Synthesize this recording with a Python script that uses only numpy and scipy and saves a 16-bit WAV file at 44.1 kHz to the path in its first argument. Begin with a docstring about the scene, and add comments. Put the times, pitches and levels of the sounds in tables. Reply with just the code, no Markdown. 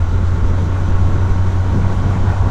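"""Motorcycle ride heard by the rider

The exhaust drones on whole and fractional orders of a rising firing rate. Impulses, strong and weak in turn,
ring the casing; noise puffs on the strong ones drive casing and intake. Wind is flickering low-frequency noise
with pressure pulses; road and air rush are coloured noise bands; thin whistles are noise in narrow resonances."""
import sys
import numpy as np
from scipy import signal
from scipy.fft import rfft, irfft
from scipy.io import wavfile
from scipy.ndimage import uniform_filter1d

SR = 44100
rng = np.random.default_rng(int(sys.argv[2]) if len(sys.argv) > 2 else 0)


def gain_from_db(level_db):
    """Convert decibel levels to linear amplitude factors (20 dB per decade)."""
    decades = np.asarray(level_db, float) / 20
    return 10 ** decades


def bounce(signal):
    """Save signal as a 16-bit WAV file at the path given by the first command-line argument."""
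    frames = np.transpose(np.atleast_2d(signal))
    limited = np.clip(frames, -1, 1)
    pcm = np.round(limited * 32767).astype(np.int16)
    wavfile.write(sys.argv[1], SR, pcm)


N = 110250  # samples: 2.5 s


def curve(rows, col):
    """Linear interpolation: a table column as a value per sample."""
    rows = np.array(rows, float)
    return np.interp(np.arange(N) / SR, rows[:, 0], rows[:, col])


def unit(x):
    """Normalization: scale to rms 1."""
    return x / np.sqrt(np.mean(x ** 2))


def walk(rate):
    """Band-limited fluctuation: random levels held 1 / rate s, smoothed twice, slow drift removed; rms 1."""
    hold = int(SR / rate)
    steps = np.repeat(rng.standard_normal(N // hold + 1), hold)
    smooth = uniform_filter1d(uniform_filter1d(steps, hold), hold)[:N]
    return unit(smooth - uniform_filter1d(smooth, 4 * hold))


def ring(x, hz, width):
    """Simple resonance: a two-pole filter of the given half-power width."""
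    return signal.lfilter(*signal.iirpeak(hz, hz / width, fs=SR), x)


def bands(colour, flicker_db, rate):
    """Filtered noise: half-octave-spaced bands that flicker partly together; returns centres [Hz] and bands."""
    rows = np.array(colour, float)
    octave = np.log2(np.fft.rfftfreq(N, 1 / SR) + .1)
    shape_db = np.interp(octave, np.log2(rows[:, 0]), rows[:, 1], left=-60, right=-90)
    spectrum = rfft(rng.standard_normal(N)) * gain_from_db(shape_db)
    low, high = np.log2(rows[[0, -1], 0])
    centres = np.arange(1, 14.6, .5)  # log2 of Hz
    centres = centres[(centres > low - .5) & (centres < high + .5)]
    shared = walk(rate)
    out = []
    for centre in centres:
        band = irfft(spectrum * np.clip(1 - 2 * abs(octave - centre), 0, 1), N)
        out.append(band * gain_from_db(flicker_db * (0.67 * shared + 0.87 * walk(rate))))
    return 2 ** centres, np.array(out)


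# Road and air rush: (time [s], roar level before throb and trim [dB], hiss level [dB])
RUSH = [(0, -33.5, -46.5), (.4, -31.5, -46), (.8, -31.5, -45.5), (1.2, -31.5, -45.5), (1.45, -31, -45.5),
        (1.62, -32.5, -45.5), (1.76, -30.5, -44.5), (2.0, -30.5, -44.3), (2.25, -29.5, -44.3),
        (2.5, -30, -45.5)]
# Roar spectrum: (frequency [Hz], relative density [dB])
ROAR_COLOUR = [(300, 0.5), (560, -4), (700, -2.5), (930, -3), (1020, -7.5), (1110, -4), (1260, -6),
               (1440, -3), (1760, -12), (2200, -15.5), (2800, -23)]


def roar():
    """Amplitude modulation: road and engine roar as coloured noise swelling once every second firing."""
    noise = unit(bands(ROAR_COLOUR, flicker_db=1.0, rate=16)[1].sum(0))
    throb_db = 1.6 * np.cos(np.pi * firing_phase() - 1)
    return noise * gain_from_db(curve(RUSH, 1) - 2.0 + throb_db)  # 2 dB trim


# Hiss spectrum: (frequency [Hz], relative density [dB])
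HISS_COLOUR = [(1800, 2), (2600, -2), (3100, 1.5), (3800, -0.5), (4900, -6), (6000, -4), (7000, -6),
               (8500, -14.5), (10000, -21), (12000, -21.5), (15000, -37)]


def hiss():
    """Broadband flow noise: air over the fairing as gently flickering coloured noise."""
    return gain_from_db(curve(RUSH, 2)) * unit(bands(HISS_COLOUR, flicker_db=.7, rate=20.34)[1].sum(0))


# Thin tones: (frequency [Hz], width of each resonance pass [Hz], level before flicker [dB])
WHISTLES = [(3044, 79, -61.5), (3760, 51, -65.5), (3993, 50, -64.5), (5670, 79, -68), (5950, 97, -62.5)]


def whistles():
    """Narrow-band noise: two resonances in series turn white noise into thin wavering tones."""
    out = np.zeros(N)
    for hz, width, db in WHISTLES:
        tone = ring(ring(rng.standard_normal(N), hz, width), hz, width)
        out += gain_from_db(db + 2 * walk(8.82)) * unit(tone)
    return out


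# Deep buffet: (time [s], level [dB])
BUFFET = [(0, -17), (.25, -17.5), (.55, -17), (.72, -16.5), (.85, -18), (1.05, -16), (1.4, -19),
          (1.63, -17), (1.85, -17.5), (2.05, -18.5), (2.15, -17), (2.25, -19.5), (2.36, -18), (2.5, -14)]
# Spectrum of buffet and flapping: (frequency [Hz], relative density [dB])
BUFFET_COLOUR = [(5, -10.5), (14, -8.5), (30, -17), (60, -17), (120, -13), (190, -18), (300, -23),
                 (500, -31), (800, -48.5)]
# Upper part of the gusts: (time [s], level before flutter [dB])
FLAP = [(0, -26), (.3, -26), (.45, -24.5), (.57, -23.5), (.68, -23), (.76, -24.5), (1.0, -24.5),
        (1.15, -22.5), (1.26, -25), (1.45, -26), (1.64, -26.5), (1.75, -19.5), (1.84, -25.5), (1.96, -23),
        (2.07, -23), (2.25, -24), (2.36, -26), (2.5, -23.5)]


def gusts():
    """Turbulent pressure fluctuation: low noise split at 90 Hz into a deep buffet and a throbbing flap."""
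    hz, noise = bands(BUFFET_COLOUR, flicker_db=1, rate=12)
    deep = unit(noise[hz < 90].sum(0))
    upper = unit(noise[hz >= 90].sum(0))
    flutter_db = 1.8 * walk(28)
    return gain_from_db(curve(BUFFET, 1)) * deep + gain_from_db(curve(FLAP, 1) + flutter_db) * upper


# Single slaps of wind: (time of the peak [s], peak level [dB], length of the positive lobe [s])
SLAPS = [(0.023, -9, 0.008), (0.435, -7.5, 0.012), (0.522, -10.5, 0.012), (0.921, -11, 0.01),
         (1.312, -10, 0.015), (1.731, -13.5, 0.0094), (1.867, -12, 0.013), (1.976, -13, 0.012),
         (2.057, -13, 0.012), (2.24, -12, 0.026)]


def slaps():
    """Pressure pulse: each slap on the microphone is a positive lobe between two negative ones."""
    t = np.arange(N) / SR
    out = np.zeros(N)
    for peak_time, db, length in SLAPS:
        u = 2 * (t - peak_time) / length
        out += gain_from_db(db) * (1 - u ** 2) * np.exp(-u ** 2 / 2)
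    return out


# Engine: (time [s], firing rate [Hz], drone level [dB])
ENGINE = [(0.0, 87.9, -16.3), (0.25, 88.6, -16.2), (0.5, 89.1, -17.4), (0.75, 90.0, -16.3),
          (1.0, 91.0, -15.6), (1.25, 91.1, -15.6), (1.5, 92.3, -15.4), (1.75, 92.9, -16.1),
          (2.0, 93.9, -17.3), (2.25, 95.2, -16.6), (2.5, 95.1, -16.9)]


def firing_phase():
    """Phase accumulation: the integral of the firing rate counts firings."""
    return np.cumsum(curve(ENGINE, 1)) / SR


# Casing modes: (frequency [Hz], width [Hz], relative level [dB])
CASING = [(569, 48, -1), (798, 90, -4.5), (916, 57, -1.5), (1107, 54, 0), (1400, 140, -6.5)]


def casing(force):
    """Modal synthesis: low-passed force excites parallel resonances of alternating sign; rms 1."""
    soft = signal.butter(N=4, Wn=2500, fs=SR, output="sos")
    force = signal.sosfilt(soft, force)
    out = np.zeros(N)
    for k, (hz, width, db) in enumerate(CASING):
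        out += (-1) ** k * gain_from_db(db) * unit(ring(force, hz, width))
    return unit(out)


def knocks():
    """Impulsive excitation: one jittered impulse per firing, strong and weak in turn."""
    at = np.flatnonzero(np.diff(np.floor(firing_phase())))
    chance = rng.standard_normal((len(at), 2))
    jitter = chance[:, 0] * .02 * SR / ENGINE[0][1]  # share of the first firing period
    when = np.clip(at + jitter, 0, N - 1).astype(int)
    weak_db = -10 * (np.arange(len(at)) % 2)
    out = np.zeros(N)
    out[when] = gain_from_db(3 * chance[:, 1] + weak_db)
    return out


def puffs():
    """Gated noise: a burst every second firing, with the strong knock, decays over 0.29 of that cycle."""
    cycle = (firing_phase() - 1) / 2 % 1
    return np.exp(-cycle / 0.29) * rng.standard_normal(N)


# Intake roar: (time [s], level [dB]); it grows as the throttle opens
INTAKE = [(0, -52.5), (1.6, -45.5), (1.9, -38), (2.25, -35.5), (2.5, -41)]


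def intake(puff):
    """Cavity resonance: puffs through two equal resonances in series give a hollow roar."""
    return gain_from_db(curve(INTAKE, 1)) * unit(ring(ring(puff, 760, 225), 760, 225))


# Multiples of the firing rate [1]; halves belong to the two-firing engine cycle,
# the other fractions may be gear whine
ORDERS = [1, 6, 6.25, 7, 7.5, 8, 8.5, 9, 9.5, 10, 10.5, 11.5, 11.8, 12, 12.5, 14.6, 15.75, 16]
# One row per order, relative to the drone: (start [dB], middle [dB], end [dB])
ORDER_DB = [(0, 0, 0), (-37.5, -36, -30), (-37, -28, -34), (-45, -43, -29), (-46.5, -44, -29.5),
            (-44, -39, -26.5), (-40, -35.5, -22.5), (-42, -42, -27.5), (-37, -38.5, -28.5), (-31, -28, -29),
            (-37.5, -28, -25.5), (-33.5, -33.5, -35), (-42, -31.5, -25), (-38, -30, -35.5),
            (-35, -39.5, -33), (-32.5, -31, -43.5), (-32.5, -34, -37.5), (-34.5, -40, -39)]
# Octave of the firing note: (time [s], level relative to the drone [dB])
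OCTAVE = [(0, -26.5), (.8, -23.5), (1.3, -18), (1.75, -19.5), (1.95, -11.5), (2.2, -14.5), (2.35, -22),
          (2.5, -16)]


def drone():
    """Additive synthesis: flickering sines on the orders; the firing note and its octave also drift together."""
    flicker_db, upper_flicker_db = 1.2, 1.3
    turn = 2 * np.pi * firing_phase() + .03 * walk(9.9)  # waver [rad]
    wander = .15 * walk(13)  # [rad], doubled in the octave
    out = np.zeros(N)
    for order, levels in zip(ORDERS, ORDER_DB):
        level_db = np.interp(np.linspace(0, 2, N), range(3), levels)
        level_db += (upper_flicker_db if order > 1 else flicker_db) * walk(23.96)
        offset = 1.2 * rng.standard_normal()  # [rad]
        angle = order * (turn - 2 * np.pi) + (order == 1) * wander + offset
        out += gain_from_db(level_db) * np.sin(angle)
    octave_db = curve(OCTAVE, 1) + upper_flicker_db * walk(20)
    out += gain_from_db(octave_db) * np.sin(2 * turn + 2 * wander)
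    return np.sqrt(2) * gain_from_db(curve(ENGINE, 2)) * out


def engine():
    """Superposition: drone, intake roar and casing sound, the casing following the road-rush level."""
    puff = puffs()
    load = gain_from_db(curve(RUSH, 1) - RUSH[0][1])  # 1 at the start
    ringing = gain_from_db(-49) * casing(knocks()) + gain_from_db(-42.5) * casing(puff)
    return drone() + intake(puff) + load * ringing


def scene():
    """Superposition: rush, wind and engine add at one microphone."""
    return (roar() + hiss() + whistles() + gusts() + slaps() + engine())[None]


def band_limit(x):
    """A steep low-pass at the top of the band."""
    return signal.sosfilt(signal.butter(12, 15130, fs=SR, output="sos"), x)


def record(dry):
    """Linear gain ramp: the sound fades in over the first 4 ms."""
    mix = dry * np.clip(np.arange(N) / SR / .004, 0, 1)
    return band_limit(mix)


dry = scene()
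out = record(dry)
bounce(out)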